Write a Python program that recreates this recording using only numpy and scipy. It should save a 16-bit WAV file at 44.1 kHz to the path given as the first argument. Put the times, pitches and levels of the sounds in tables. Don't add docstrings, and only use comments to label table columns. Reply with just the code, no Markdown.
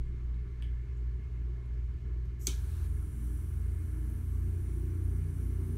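import sys
import numpy as np
from scipy import signal
from scipy.fft import rfft, irfft, next_fast_len
from scipy.io import wavfile
from scipy.ndimage import uniform_filter1d, map_coordinates

SR = 44100
rng = np.random.default_rng(int(sys.argv[2]) if len(sys.argv) > 2 else 0)


def elevation(decibels):
    levels = np.asarray(decibels, float)
    return 10 ** (levels / 20)


def put_to_file(sound):
    columns = np.atleast_2d(sound).T
    safe = np.clip(columns, -1, 1)
    whole_steps = np.round(safe * 32767)
    wavfile.write(sys.argv[1], SR, whole_steps.astype(np.int16))


N = 254661
CLOCK = np.arange(N) / SR

# frequency in Hz, level in dB per Hz.
RAW_GAS = [(3000, -31), (5000, -16), (5800, -5), (7200, -4), (9500, -13), (10500, -12), (12200, -3),
           (13700, -6), (14300, -16), (16500, -22)]
# frequency in Hz, level in dB per Hz.
JET_HISS = [(2000, -50), (3000, -9.5), (4000, -26), (5000, -25), (7000, -13), (9000, -6.5), (12000, -10),
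            (14300, -24), (15200, -6), (16500, -13.5)]
# frequency in Hz, width in Hz, level in dB.
NOZZLE_WHISTLES = [(5880, 250, -5), (7340, 200, -6), (8260, 220, -3.5), (9710, 570, 2), (10930, 290, -3),
                   (11600, 230, -0.5), (13200, 880, -3.5)]
# frequency in Hz, level in dB per Hz.
YOUNG_ROAR = [(1500, -31), (2300, 1.5), (3200, -1.5), (4200, 1), (5000, -5), (5900, -2.5), (7000, -6),
              (9000, -13), (12000, -41)]
# frequency in Hz, level in dB per Hz.
FLAME_BODY = [(500, -34), (650, -3), (1000, -1.5), (1400, 0.5), (1700, 1.5), (1900, -10.5), (2300, -7.5),
              (3000, -23)]
# centre in seconds, gain in dB, length in seconds.
LICKS = [
    (2.9, 0.5, .15),
    (3.277, 3, 0.37),
    (4.5, -0.3, .2),
    (5.4, 0.5, 0.24),
]
# start in seconds, level in dB.
HAMMER = [
    (2.4692, -38),
    (2.46955, -22),
    (2.47005, -19),
    (2.47065, -19),
    (2.4723, -24),
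    (2.4742, -29),
    (2.4776, -33),
]
# frequency in Hz, width in Hz, level in dB.
SHELL = [(2310, 100, -3.5), (3440, 120, 1), (3560, 920, -12), (4410, 467, -3), (5890, 240, 7.5),
         (6370, 330, 6.5), (7470, 920, -1), (9160, 810, -5.5), (11260, 500, -8), (12200, 1040, -16),
         (13500, 790, -9), (15300, 2000, -16)]
# frequency in Hz, level in dB per Hz.
SNAP_TO_WALLS = [(710, -21.5), (1200, -14.5), (1700, -12), (1890, -27.5), (2350, 2), (2680, -14),
                 (3050, -0.5), (5180, -10.5), (6030, -3.5), (11200, -14.5), (16000, -18)]
# frequency in Hz, level in dB, 60 dB decay in seconds.
POP = [(377, -25.5, 0.04), (277, -32, 0.061), (154, -32.5, 0.086)]
# start in seconds, peak in dB, centre in Hz, width in Hz, bright share in dB.
TAPS = [
    (0.342, -64, 4000, 500, -29),
    (0.6232, -44.5, 2980, 800, -8),
    (0.622, -56, 2280, 200, -33),
    (0.966, -70, 7060, 1500, -14),
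    (0.973, -68, 7300, 1500, -21),
    (1.659, -70, 4300, 995, 1),
    (2.255, -65, 5800, 1500, 0),
]
# time in seconds, cycle rate in Hz, loudness in dB, echo lag in cycles,
# echo share from 0 to 1.
ENGINE = [(0, 22.18, -42, -1.2, .5), (.3, 21.92, -54, -1.1, 0.6), (.8, 23.26, -52.5, -1.14, 0.4),
          (1.2, 23.57, -56.5, -0.52, 0.1), (1.6, 24.81, -50, -0.61, 0), (1.9, 25.3, -47, -0.21, .3),
          (2.4, 26.1, -49, -0.1, 0.13), (2.9, 27.19, -40, 0.061, 0.6), (3.22, 26.92, -39, 0.18, 0.93),
          (3.7, 27.87, -40.5, 0.32, .7), (4.08, 28.07, -38, 0.537, 0.4), (4.42, 28.79, -37.5, 0.63, 0.47),
          (4.72, 29.1, -37, .83, 0.4), (5.12, 29.35, -38, 1.05, 0.54), (5.45, 29.42, -35, 1.17, 0.45),
          (5.77, 29.42, -37, 1.32, 0)]
# order, dB over the loudness, gain in dB per second,
# echo turn in cycles, least echo share from 0 to 1.
STEADY_ORDERS = [(3, 0.5, -0.5, -0.049, 0), (5, -15.5, 4, -.45, 0.85), (8, -21.5, -0.3, -0.44, 0.5),
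                 (6, -28, -1, 0.081, 0.47), (1, -20.5, -4, 0.19, 0), (7, -28, -0.5, 0.28, .6)]
# centre in seconds, order, peak in dB, length in seconds.
ORDER_SWELLS = [(0.157, 8, -57.5, 0.52), (2.894, 8, -54.5, 0.34), (2.893, 12, -68, .15),
                (2.997, 11, -60.5, 0.31), (3.297, 11, -55, 0.34), (3.297, 10, -67, 0.96),
                (3.98, 11, -54.5, .35), (4.449, 11, -57, 0.14), (4.353, 9, -59.5, .3),
                (4.798, 11, -52, 0.42), (4.85, 12, -55, 0.45), (4.85, 13, -61.5, 0.53),
                (4.844, 9, -63, 0.44), (5.043, 10, -57.5, 0.37), (5.403, 9, -54.5, 0.64),
                (5.554, 10, -65, 0.16), (5.696, 13, -55, 0.24), (5.718, 8, -45.5, .15)]
# frequency in Hz, level in dB per Hz.
GROWL = [(110, -40), (150, -8.5), (250, -2.5), (330, 1.5), (430, -5), (500, -24.5), (900, -31), (2500, -45)]
# frequency in Hz, level in dB.
MOTORS = [(58.7, -36.3), (55.99, -45), (120.04, -47)]
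# frequency in Hz, level in dB per Hz.
DUCT_RUMBLE = [(12, -41.5), (20, -12.5), (48, -9.5), (75, 0.5), (102, -11), (139, -9.5), (174, -16.5),
               (279, -22.5), (384, -18.5), (448, -25.5), (501, -49.5), (560, -48.5), (730, -82.5),
               (1230, -120)]
# frequency in Hz, level in dB per Hz.
VENT_AIR = [(280, -36), (480, -11.5), (549, -13), (613, 0.5), (770, -7.5), (1140, 1), (1210, -3.5),
            (1440, -2.5), (1590, -5), (1710, 0.5), (1850, -12.5), (2060, -5), (2250, -6.5), (2400, -7),
            (3600, -27), (4680, -50), (7920, -120)]
# frequency in Hz, width in Hz, level in dB.
VENT_SLATS = [(2143, 88, 0.5), (1737, 61, 0.5)]
# frequency in Hz, 60 dB decay in seconds.
ROOM_DECAY = [(300, 0.49), (2500, 0.22), (6000, 0.29), (14000, 0.16)]
# frequency in Hz, level in dB per Hz.
MIC_HISS = [(1760, -30.5), (3000, 1), (3180, -5), (4470, -5.5), (4870, -9), (6620, -9.5), (8320, -13.5),
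            (14400, -21), (16500, -35)]
# frequency in Hz, share of time left empty from 0 to 1.
TREBLE_HOLES = [(6000, 0), (6800, .05), (7200, .01), (10000, .01), (10400, .2), (10800, .03), (12400, .1),
                (13400, .08), (14100, .4), (14700, .4), (15200, .08)]

VALVE_S = 2.41


def jet():
    since = np.clip(CLOCK - HAMMER[0][0], 0, None)
    lit = np.clip(since / 0.027, 0, 1)
    young = 1 - step(2.875, 0.0065)
    gas_db, young_db, steady_db, sag_s = -57.5, -64, -66, 0.07
    hiss_db = steady_db + (young_db - steady_db) * young
    hiss_db = hiss_db + (gas_db - young_db) * np.exp(-since / sag_s)
    hiss_db = hiss_db + sum(db * swell(s, length) for s, db, length in LICKS)

    burning = rush(JET_HISS, patchy_db=1.3, modes=NOZZLE_WHISTLES, lasting=30)
    hiss = (1 - lit) * rush(RAW_GAS, patchy_db=1.5) + lit * burning
    opening_s, leak_s = 0.0032, 0.014
    leak = elevation(-7) * step(VALVE_S - leak_s, opening_s)
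    valve = np.maximum(step(VALVE_S, opening_s), leak)

    caught = 1 - np.exp(-since / 0.055)
    roar_gain = elevation(-91.5) + elevation(-69.5) * young
    roar = caught * roar_gain * rush(YOUNG_ROAR, patchy_db=0.8)
    body = lit * elevation(-70.5 + 3.5 * young) * rush(FLAME_BODY, patchy_db=0.2)
    flutter = elevation(0.5 * wobble(12))
    return flutter * (valve * elevation(hiss_db) * hiss + roar + body)


def igniter():
    s, db = np.transpose(HAMMER)
    blows = np.zeros(N)
    blows[np.round(s * SR).astype(int)] = -elevation(db + 15)
    since = np.clip(CLOCK - s[1], 0, 1)
    chatter = elevation(-19 - 60 * since / 0.032) * rng.standard_normal(N)
    blows += (since > 0) * chatter
    snap = filtered(blows, lambda hz: ringing(SHELL, hz) + elevation(-34))

    flash = 1.0 * (np.arange(N) == round(s[4] * SR))
    echo = room(filtered(flash, lambda hz: elevation(along(SNAP_TO_WALLS, hz))))

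    age = np.clip(CLOCK - 2.4745, 0, 1)
    pop = sum(elevation(db - 60 * age / t60) * np.sin(2 * np.pi * hz * age) for hz, db, t60 in POP)
    pop = pop * (1 - np.exp(-age / 0.0048))
    pop = filtered(pop, lambda hz: 1 / np.sqrt(1 + (hz / 440) ** 12))
    return snap + echo - pop + elevation(-13) * room(pop)


def taps():
    out = np.zeros(N + SR)
    t = CLOCK[:SR // 20]
    for s, db, hz, width_hz, bright_db in TAPS:
        tick = elevation(-60 * t / 0.0099) * rng.standard_normal(len(t))
        b, a = signal.iirpeak(hz, hz / width_hz, fs=SR)
        knock = signal.lfilter(b, a, signal.lfilter(b, a, tick))
        crack = signal.lfilter(*signal.iirpeak(10000, 2.6, fs=SR), np.gradient(tick))
        knock = knock / abs(knock).max()
        crack = crack / abs(crack).max()
        out[round(s * SR):][:len(t)] += elevation(db) * (knock + elevation(bright_db) * crack)
    return out[:N]


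def engine():
    cycle_hz, loud_db, lag, share = curves(ENGINE)
    age = CLOCK - 5

    steady = 0
    for order, db, gain_db, turn, least in STEADY_ORDERS:
        k = round(order)
        echo = np.clip(share, least, 1) * np.exp(2j * np.pi * (k * lag + turn))
        level_db = loud_db + db + gain_db * age + wobble(4.07)
        steady = steady + abs(1 + echo) * tone(k * cycle_hz, level_db)

    upper = 0
    for k in range(8, 14):
        swells = sum(elevation(db) * swell(s, length) for s, order, db, length in ORDER_SWELLS if round(order) == k)
        upper = upper + tone(k * cycle_hz, 1.6 * wobble(5.4)) * swells

    loudest_db = loud_db.max()
    growl_db = loudest_db + 0.6 * (loud_db - loudest_db)
    growl_db = growl_db - 18.5 + 3 * age + 1.2 * wobble(3.05)
    return steady + upper + elevation(growl_db) * rush(GROWL, patchy_db=0.35)


def ventilation():
    turn = 2 * np.pi * (CLOCK - 0.15)
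    hum = 0
    for k, (hz, db) in enumerate(MOTORS):
        level = np.sqrt(2) * elevation(db + 0.14 * wobble(4.53))
        hum = hum + (-1) ** k * level * np.cos(hz * turn)
    rumble = elevation(-47.5) * rush(DUCT_RUMBLE, patchy_db=1.2)
    air = elevation(-68) * rush(VENT_AIR, patchy_db=1.7, modes=VENT_SLATS)
    return hum + rumble + air


def room(x):
    hz, t, z = signal.stft(rng.standard_normal(SR // 2), SR, nperseg=256)
    decay = elevation(-60 * t / along(ROOM_DECAY, hz)[:, None])
    tail = signal.istft(z * decay, SR, nperseg=256)[1]
    return signal.fftconvolve(np.pad(x, (150, 0)), tail / np.linalg.norm(tail))[:N]


def rush(spectrum, patchy_db, modes=(), lasting=12):
    z = signal.stft(rng.standard_normal(N + 512), nperseg=512)[2]
    field = uniform_filter1d(rng.standard_normal(z.shape), size=6, axis=0)
    field = uniform_filter1d(field, size=round(lasting), axis=1)
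    x = signal.istft(z * elevation(patchy_db * unit(field)), nperseg=512)[1]

    def colour(hz):
        humps = sum(abs(ringing([mode], hz)) ** 2 for mode in modes)
        return np.sqrt(elevation(along(spectrum, hz)) ** 2 + humps)

    return unit(filtered(x, colour))


def tone(hz, db):
    return np.sqrt(2) * elevation(db) * np.sin(2 * np.pi * (np.cumsum(hz) / SR + rng.random()))


def ringing(modes, hz):
    total = 0
    for k, (centre, width, db) in enumerate(modes):
        peak = 1j * hz * width / (centre * centre - hz * hz + 1j * hz * width)
        total = total + (-1) ** k * elevation(db) * peak
    return total


def filtered(x, response):
    m = next_fast_len(N + SR // 4)
    return irfft(rfft(x, m) * response(np.fft.rfftfreq(m, 1 / SR)), m)[..., :N]


def unit(x):
    return x / np.sqrt(np.mean(x ** 2) + 1e-20)


def along(points, hz):
    f, v = np.transpose(points)
    return np.interp(np.log(hz + 1), np.log(f + 1), v)


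def curves(rows):
    s, *cols = np.transpose(rows)
    return [np.interp(CLOCK, s, c) for c in cols]


def wobble(rate):
    return map_coordinates(rng.standard_normal(int(N * rate / SR) + 4), [CLOCK * rate])


def step(at, time):
    return 0.5 + 0.5 * np.tanh((CLOCK - at) / time)


def swell(at, length):
    return np.exp(-(2 * (CLOCK - at) / length) ** 2)


def treble_dropouts(x):
    hz, t, z = signal.stft(x, SR, nperseg=1024)
    chance = rng.standard_normal((len(hz) // 8 + 1, len(t)))
    chance = uniform_filter1d(chance, size=11, axis=1)
    chance = np.repeat(chance, repeats=8, axis=0)[:len(hz)]
    rank = chance.argsort(axis=1).argsort(axis=1) / len(t)
    steady = (abs(t - HAMMER[1][0]) > 0.03) & (t > VALVE_S)
    empty = (rank < along(TREBLE_HOLES, hz)[:, None]) & steady
    return signal.istft(z * np.where(empty, 0.02, 1), SR, nperseg=1024)[1][..., :N]


def scene():
    ticks = taps()
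    near = igniter() + ticks + elevation(-1) * room(ticks) + jet()
    return (near + ventilation() + engine())[None]


def low_pass(x):
    return signal.sosfilt(signal.butter(12, 16930, fs=SR, output="sos"), x)


def record(dry):
    x = dry + elevation(-77) * rush(MIC_HISS, patchy_db=0.8)
    x = filtered(x, lambda hz: elevation(-np.clip((hz - 15680) / 4, 0, 31)))
    x = filtered(x, lambda hz: elevation(-6.5 * np.exp(-((hz - 10460) / 180) ** 2)))
    mix = treble_dropouts(x)
    return low_pass(mix)


dry = scene()
out = record(dry)
put_to_file(out)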